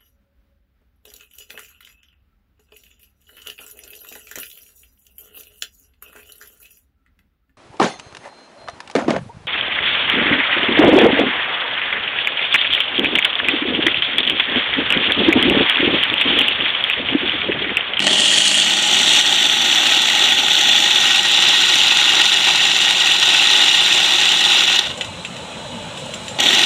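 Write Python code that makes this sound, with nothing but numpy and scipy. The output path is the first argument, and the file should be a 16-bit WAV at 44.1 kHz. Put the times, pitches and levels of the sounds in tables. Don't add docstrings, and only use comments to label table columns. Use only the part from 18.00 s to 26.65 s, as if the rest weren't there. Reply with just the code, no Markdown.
import sys
import numpy as np
from scipy import signal
from scipy.io import wavfile
from scipy.ndimage import uniform_filter1d, minimum_filter1d

SR = 44100
rng = np.random.default_rng(int(sys.argv[2]) if len(sys.argv) > 2 else 0)


def put_to_file(sound):
    columns = np.atleast_2d(sound).T
    safe = np.clip(columns, -1, 1)
    whole_steps = np.round(safe * 32767)
    wavfile.write(sys.argv[1], SR, whole_steps.astype(np.int16))


def decibels_to_gain(level_db):
    exponent = np.asarray(level_db, float) / 20
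    return 10 ** exponent


N = 381465

# [time_s, place (0 by the casing, 1 by the collar, 2 by the jar)]
PLACE = [(0, 0.033), (.55, 0.069), (.68, 0.68), (1.2, 0.72), (1.4, 0.9), (2.0, 1.27), (2.7, 1.1),
         (3.1, 1.56), (4.2, 1.73), (4.6, 1.76), (5.8, 1.7), (6.9, 1.66), (8.38, 0.86), (8.65, 1.7)]
COAST_S = 0.15


def blender():
    # [time_s, peak_db]
    hard_knocks = [(0.0024, -2), (0.0224, -5), (0.0393, -9), (0.0677, 10), (0.1078, -11), (0.1299, 1),
                   (0.2823, -7), (1.4272, -9), (2.3222, -2), (2.386, 1), (6.6777, -5), (6.717, -3),
                   (6.7896, 8), (8.3886, -2), (8.4022, 0), (8.4267, -8), (8.4673, 0), (8.5293, -6),
                   (8.573, -6)]
    groan_db, groan_s, coast_groan_db = 7.5, 0.26, -4
    snap_times_s, snap_db, snap_s = [6.792, 8.405], 12.5, 0.0044
    coast_dull_db = -2.5
    since, coast, (_, take_up_s, _, treble_short_db, _) = state()
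    t = np.arange(N) / SR
    drive = chatter() * effort() + decibels_to_gain(-4) * burst(hard_knocks, ms=2.0)

    place = np.clip(along(PLACE), 0, 2)
    heard = 0
    for k in range(3):
        share = np.clip(1 - abs(place - k), 0, 1)
        heard = heard + share * signal.oaconvolve(drive, colour(k))[:N]

    drone, rest = split(heard, 700)
    body, treble = split(rest, 3700)
    drone_db = -0.7 + groan_db * np.exp(-(since / groan_s) ** 4)
    drone_db = drone_db + coast_groan_db * coast.clip(0, COAST_S) / COAST_S
    bright_db = -1.24 + coast_dull_db * np.clip(coast / 0.01, 0, 1)
    bright_db = bright_db + treble_short_db * np.exp(-since / take_up_s)
    bright_db = bright_db + sum(snap_db * np.exp(-((t - s) / snap_s) ** 2) for s in snap_times_s)
    return drone * decibels_to_gain(drone_db) + body + treble * decibels_to_gain(bright_db)


def chatter():
    blows_per_s, spread_db, scrape_ms = 2500, 0.5, 1.9
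    clump_db, hiss = 0.9, 0.9
    chips_per_s, chips_db = 14, 13
    grit_per_s, grit_db = 110, 5
    own_db, drift_db = 1.5, 0.38
    rate, depth = speed()
    turns = np.cumsum(rate * (1 + 0.056 * wander(17.0))) / SR
    beat = (1 + depth * np.cos(2 * np.pi * turns)) * decibels_to_gain(clump_db * wander(39))
    size = decibels_to_gain(spread_db * np.minimum(rng.exponential(1, N), 3))
    size = size * (rng.random(N) < blows_per_s / SR)
    scrape = signal.lfilter([1], [1, -np.exp(-1000 / SR / scrape_ms)], size)
    scrape = evened(scrape * rng.standard_normal(N))
    blows = evened(beat * scrape + hiss * rng.standard_normal(N))

    grit = signal.lfilter([1], [1, -.985], rng.random(N) < grit_per_s / SR) * rng.standard_normal(N)
    grit = split(grit, 3560)[1]
    chips = signal.lfilter([1], [1, -.96], rng.random(N) < chips_per_s / SR) * rng.standard_normal(N)
    mix = blows + decibels_to_gain(chips_db) * chips + decibels_to_gain(grit_db) * grit

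    z = signal.stft(mix, nperseg=256, noverlap=128)[2]
    bins, frames = z.shape
    own = own_db * patches(frames, bins, 3, 3)
    drift = drift_db * patches(frames, bins, 150, 2)
    return evened(signal.istft(z * decibels_to_gain(own + drift), nperseg=256, noverlap=128)[1][:N])


def speed():
    spin_from, spin_to, spin_up_s, spin_down_s = 42, 66, 0.8, 0.25
    beat_running, beat_starting, beat_s = 0.17, 0.8, 0.085
    since, coast, _ = state()
    rate = spin_to + (spin_from - spin_to) * np.exp(-since / spin_up_s)
    rate = rate * np.exp(-coast / spin_down_s)
    depth = beat_running + beat_starting * np.exp(-np.arange(N) / SR / beat_s)
    return rate, np.clip(depth, 0, 1)


def effort():
    # [time_s, chatter_db]
    bite = [(0, -11), (.25, -11), (.8, -13.5), (1.17, -9), (1.35, -11), (1.6, -13), (1.9, -11), (2.5, -12),
            (3.15, -11), (3.5, -11), (4.2, -10.5), (4.6, -12.5), (5.1, -10.5), (5.65, -10.5), (5.8, -11.5),
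            (6.78, -11), (8.4, -11.5), (8.65, -10.5)]
    # [time_s, depth_db, recovery_s]
    air_gulps = [(.008, -5, 0.011), (.046, -3, 0.017), (1.2, -5.5, 0.083), (1.47, -3, 0.039),
                 (1.98, -3, 0.061), (2.35, -4.5, 0.022), (2.4, -3, 0.046), (3.2, -4, 0.092),
                 (4.27, -3, 0.073), (4.72, -2.5, 0.03), (4.92, -2.5, 0.081), (5.15, -3.5, 0.061),
                 (6.27, -2, 0.02), (6.33, -1.5, 0.21), (6.655, -4, 0.031), (6.7, -0.5, 0.027),
                 (6.77, -6, .03), (8.406, -3, .015)]
    # [after_cut_s, step_db]
    coast_steps = [
        (0.0, -5.5),
        (0.078, -6),
        (0.127, -5),
    ]
    gulp_in_s, coast_db_per_s = 0.0057, -25
    since, coast, (_, take_up_s, chatter_short_db, _, _) = state()
    t = np.arange(N) / SR
    level_db = along(bite) + chatter_short_db * np.exp(-since / take_up_s) + coast_db_per_s * coast
    for s, db, back_s in air_gulps:
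        recovery = np.exp(-np.maximum(t - s - gulp_in_s, 0) / back_s)
        level_db = level_db + db * np.clip((t - s) / gulp_in_s, 0, 1) * recovery
    for s, db in coast_steps:
        level_db = level_db + db * np.clip((coast - s) / 0.004, 0, 1)
    return decibels_to_gain(level_db) * (coast < COAST_S)


def state():
    # [start_s, take_up_s, chatter_short_db, treble_short_db, inrush_hum_db]
    starts = [
        (0.0, 0.12, -3, -13.5, 9),
        (8.386, 0.017, -6, -12, 5),
    ]
    off_s = 6.795
    t, rows = np.arange(N) / SR, np.array(starts)
    index = np.searchsorted(rows[:, 0], t, "right") - 1
    last = rows[np.clip(index, 0, None)].T
    coast = np.maximum(t - off_s, 0) * (t < rows[-1, 0])
    return np.maximum(t - last[0], 0), coast, last


def colour(place):
    # [pitch_hz, casing_db, collar_db, jar_db]
    broad = [(40, -37, -39, -49), (63.5, -31, -26, -44), (104, -35, -47, -34), (211, -15, -18.5, -27.5),
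             (604, -18, -22, -21), (1025, -15, -25.5, -17.5), (2270, -6.5, -12, -12.5),
             (3304, 4.5, -3.5, -4.5), (4220, -2.5, -11.5, -2.5), (7020, -19, -20, -24.5),
             (9280, -14.5, -32, -31.5), (10050, -24.5, -38, -36.5), (12000, -33, -33, -42),
             (15500, -43, -33.5, -43)]
    # [pitch_hz, width_hz, casing_db, collar_db, jar_db]
    body_rings = [(154, 8.1, 1, -19.5, -14), (218, 19, -2, -15, 17), (232.7, 30, 3, 8.5, -23),
                  (371, 148, 7.5, 7.5, 10.5), (458.4, 57, -5, -16, -15), (614, 88, 11.5, 1.5, -4),
                  (827, 177, 8.5, 16.5, 10), (1285, 80, -0.5, 5.5, 0.5), (1461, 124, 1, 8, 7),
                  (1744, 94, -4, -6.5, -8.5), (1877, 150, 9.5, 10, 9.5), (2658, 200, 2.5, 1.5, 8),
                  (2890, 108, 7.5, 4, 9.5), (3210, 280, 5.5, 0, -1),
                  (3508, 234, -2, 7.5, 3.5), (3800, 180, -4, 3.5, 3.5), (4404, 290, 1, -1.5, -20),
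                 (4796, 130, -7, -17.5, 0), (5097, 420, -2.5, -13, -10), (5970, 450, 2, 5.5, 1),
                 (6470, 430, 4.5, -5, -9.5), (7190, 1630, 13, 3, 12.5), (7890, 920, 3.5, 1.5, -6.5),
                 (9020, 330, 8.5, 0, 8.5), (11000, 700, 4, -2, 1.5), (12200, 494, 1, -1, -1),
                 (13300, 800, -2, -5, 6), (14600, 600, 12, -12, 0)]
    hz = np.fft.rfftfreq(8192, 1 / SR)
    rows = np.array(broad)
    db = np.interp(np.log(hz + 1), np.log(rows[:, 0]), rows[:, 1 + place])
    for ring in body_rings:
        db = db + ring[2 + place] / (1 + (2 * (hz - ring[0]) / ring[1]) ** 2)
    return causal(db)


def windings():
    # [pitch_hz, level_db, change_away_from_casing_db]
    harmonics = [(100, -70, 0), (149.8, -49, 2), (200.8, -42, -5.5), (251, -55, 3), (303, -45, -1.5),
                 (352, -56, -6)]
    near_db, far_db, edge_place, inrush_s = 2.5, -2, 0.72, 0.086
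    since, coast, (_, _, _, _, inrush_db) = state()
    t = np.arange(N) / SR
    away = np.clip((along(PLACE) - edge_place) / 0.08 + .5, 0, 1)
    lines = 0
    for hz, db, change_db in harmonics:
        strength = decibels_to_gain(db + 1.0 + change_db * away + 2.1 * wander(6.7))
        lines = lines + strength * np.sin(2 * np.pi * (hz * t + rng.random()))
    level_db = near_db + (far_db - near_db) * away + inrush_db * np.exp(-since / inrush_s)
    powered = uniform_filter1d(1. * (coast == 0), size=400)
    return lines * decibels_to_gain(level_db) * powered


def ticks():
    # [time_s, peak_db, treble_db]
    pause_ticks = [(6.9744, -25, -10), (7.01, -6, -25), (7.0443, -18, -17), (7.1856, -32, -18),
                   (7.249, -12.5, -26), (7.3654, -21.5, -17), (7.7199, -31, -20), (7.974, -15.5, -25),
                   (8.1375, -16.5, -17), (8.281, -17.5, -13.5)]
    # [time_s, peak_db, t60_s]
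    clinks = [
        (7.2524, -26, 0.032),
        (7.9857, -37, 0.15),
        (8.142, -21.5, 0.04),
        (8.286, -30, 0.19),
    ]
    glass_hz = 7350
    rows, t = np.array(pause_ticks), np.arange(N) / SR
    jar = colour(2)
    body = signal.oaconvolve(burst(rows[:, :2], ms=4.4), jar)[:N]
    body = split(body, 3280)[0]
    body = split(body, 1730)[1]
    edge_events = np.c_[rows[:, 0], rows[:, 1] + rows[:, 2]]
    edge = signal.oaconvolve(burst(edge_events, ms=11.0), jar)[:N]
    edge = split(edge, 6500)[1]
    edge = split(edge, 12500)[0]
    dying = 0
    for s, db, t60 in clinks:
        dying = dying + decibels_to_gain(db - 3.0 - 60 * abs(t - s) / np.clip(t60, .03, .2)) * (t > s)
    glass = dying * np.sin(2 * np.pi * glass_hz * t)
    return room(decibels_to_gain(2.0) * body + decibels_to_gain(19.0) * edge + glass)


def rustle():
    start_s, level_db, band_hz = 7.91, -49.5, (4600, 9600)
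    t = np.arange(N) / SR
    band = signal.butter(4, band_hz, "band", fs=SR, output="sos")
    cloth = evened(signal.sosfilt(band, rng.standard_normal(N)))
    cloth = cloth + decibels_to_gain(-17) * rng.standard_normal(N)
    return cloth * decibels_to_gain(level_db + 3.1 * wander(18)) * np.clip((t - start_s) / 0.066, 0, 1)


def hush():
    # [pitch_hz, level_db_per_hz]
    air_colour = [(38, -35), (62, -9.5), (190, 3), (400, -12), (530, -5.5), (880, -7.5), (1950, -16.5),
                  (2900, -12), (4000, -11), (4500, -26.5), (7300, -22), (9500, -27.5), (10300, -40),
                  (13000, -49), (15500, -45)]
    # [pitch_hz, width_hz, level_db]
    air_rings = [(185, 49, -3.5), (322, 160, -1.5), (530, 29, 6), (579, 40, 6.5), (766, 80, -4.5),
                 (870, 42, 5.5), (2580, 80, 4.5), (2920, 110, 7), (3330, 101, 2), (3980, 150, 4),
                 (6900, 280, 4), (7900, 300, 6)]
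    # [time_s, level_db]
    air_level = [(6.95, -30.5), (7.132, -32), (8.06, -31), (8.35, -31)]
    # [time_s, pitch_hz, length_s, level_db]
    far_bumps = [
        (7.40, 870, .05, -41),
        (7.40, 570, .05, -41),
        (7.67, 600, .04, -39),
        (7.78, 885, .06, -36),
        (8.21, 850, .12, -40),
    ]
    duck_db = -8.5
    frames, hz = N // 256 + 5, np.fft.rfftfreq(1024, 1 / SR)
    a, b = rng.standard_normal((frames, 513, 2)).T
    rows = np.array(air_colour)
    shape_db = np.interp(np.log(hz + 1), np.log(rows[:, 0]), rows[:, 1])
    for f, wide, db in air_rings:
        shape_db = shape_db + db / (1 + (2 * (hz - f) / wide) ** 2)
    patchy_db = np.interp(hz, [1000, 4000, 5000], [2.4, 1.8, 1])[:, None] * patches(frames, 513, 10, 2)
    spectrum = (a + 1j * b) * decibels_to_gain(shape_db[:, None] + patchy_db)
    air = evened(signal.istft(spectrum, nperseg=1024, noverlap=768)[1][:N])

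    t = np.arange(N) / SR
    bumps = 0
    for s, f, length_s, db in far_bumps:
        swell = np.exp(-(2 * (t - s) / length_s) ** 2)
        bumps = bumps + decibels_to_gain(db) * swell * np.sin(2 * np.pi * f * t)
    ducked_db = np.interp(t, [6.8, 6.9, 8.39, 8.45], [duck_db, 0, 0, duck_db])
    return air * decibels_to_gain(along(air_level) + ducked_db) + bumps


def room(x, t60=0.16, wet_db=-7):
    taps = np.zeros(SR // 2)
    at = np.arange(120, len(taps) - 20, 20)
    fade = decibels_to_gain(-60 * at / SR / t60)
    taps[at + rng.integers(0, 20, len(at))] = rng.choice([-1., 1.], len(at)) * fade
    return x + decibels_to_gain(wet_db) * signal.oaconvolve(x, taps / np.linalg.norm(taps))[:N]


def burst(events, ms):
    out, u_ms = np.zeros(N + 1000), np.arange(1000) / SR * 1000
    envelope = np.exp(-u_ms / ms) * np.minimum(u_ms / 0.38, 1)
    for (s, db), puff in zip(events, rng.standard_normal((len(events), 1000))):
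        out[round(s * SR):][:1000] += decibels_to_gain(db) * puff * envelope
    return out[:N]


def patches(frames, bins, long, wide):
    field = rng.standard_normal((frames, bins)).T
    for _ in range(2):
        field = uniform_filter1d(uniform_filter1d(field, wide, 0), long, 1)
    return evened(field)


def wander(hz):
    pole = np.exp(-2 * np.pi * hz * 32 / SR)
    steps = signal.lfilter([1], [1, -pole], rng.standard_normal(N // 32 + 2))
    steps = evened(steps - uniform_filter1d(steps, size=110))
    return np.interp(np.arange(N) / 32, np.arange(len(steps)), steps)


def causal(db):
    log_gain = np.log(decibels_to_gain(np.r_[db, db[-2:0:-1]]))
    ring = np.fft.ifft(np.exp(np.conj(signal.hilbert(log_gain)))).real[:4096]
    return ring / np.linalg.norm(ring)


def split(x, hz):
    low = signal.sosfiltfilt(signal.butter(2, hz, fs=SR, output="sos"), x)
    return low, x - low


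def along(rows, column=1):
    rows = np.asarray(rows)
    return np.interp(np.arange(N) / SR, rows[:, 0], rows[:, column])


def evened(x):
    return x / np.sqrt(np.mean(x ** 2) + 1e-20)


def scene():
    return (blender() + windings() + ticks() + rustle() + hush())[None]


def band_limit(x):
    return signal.sosfilt(signal.butter(12, 15670, fs=SR, output="sos"), x)


def record(dry):
    dry = signal.sosfilt(signal.butter(2, 40, "high", fs=SR, output="sos"), dry)
    ceiling, span = .93, 88
    room_left = np.minimum(1, ceiling / (abs(dry) + 1e-9))
    held = dry * uniform_filter1d(minimum_filter1d(room_left, span), span)
    held = signal.oaconvolve(held, signal.firwin(511, 15600, fs=SR)[None], "same")
    return band_limit(held)


dry = scene()
out = record(dry)
put_to_file(out)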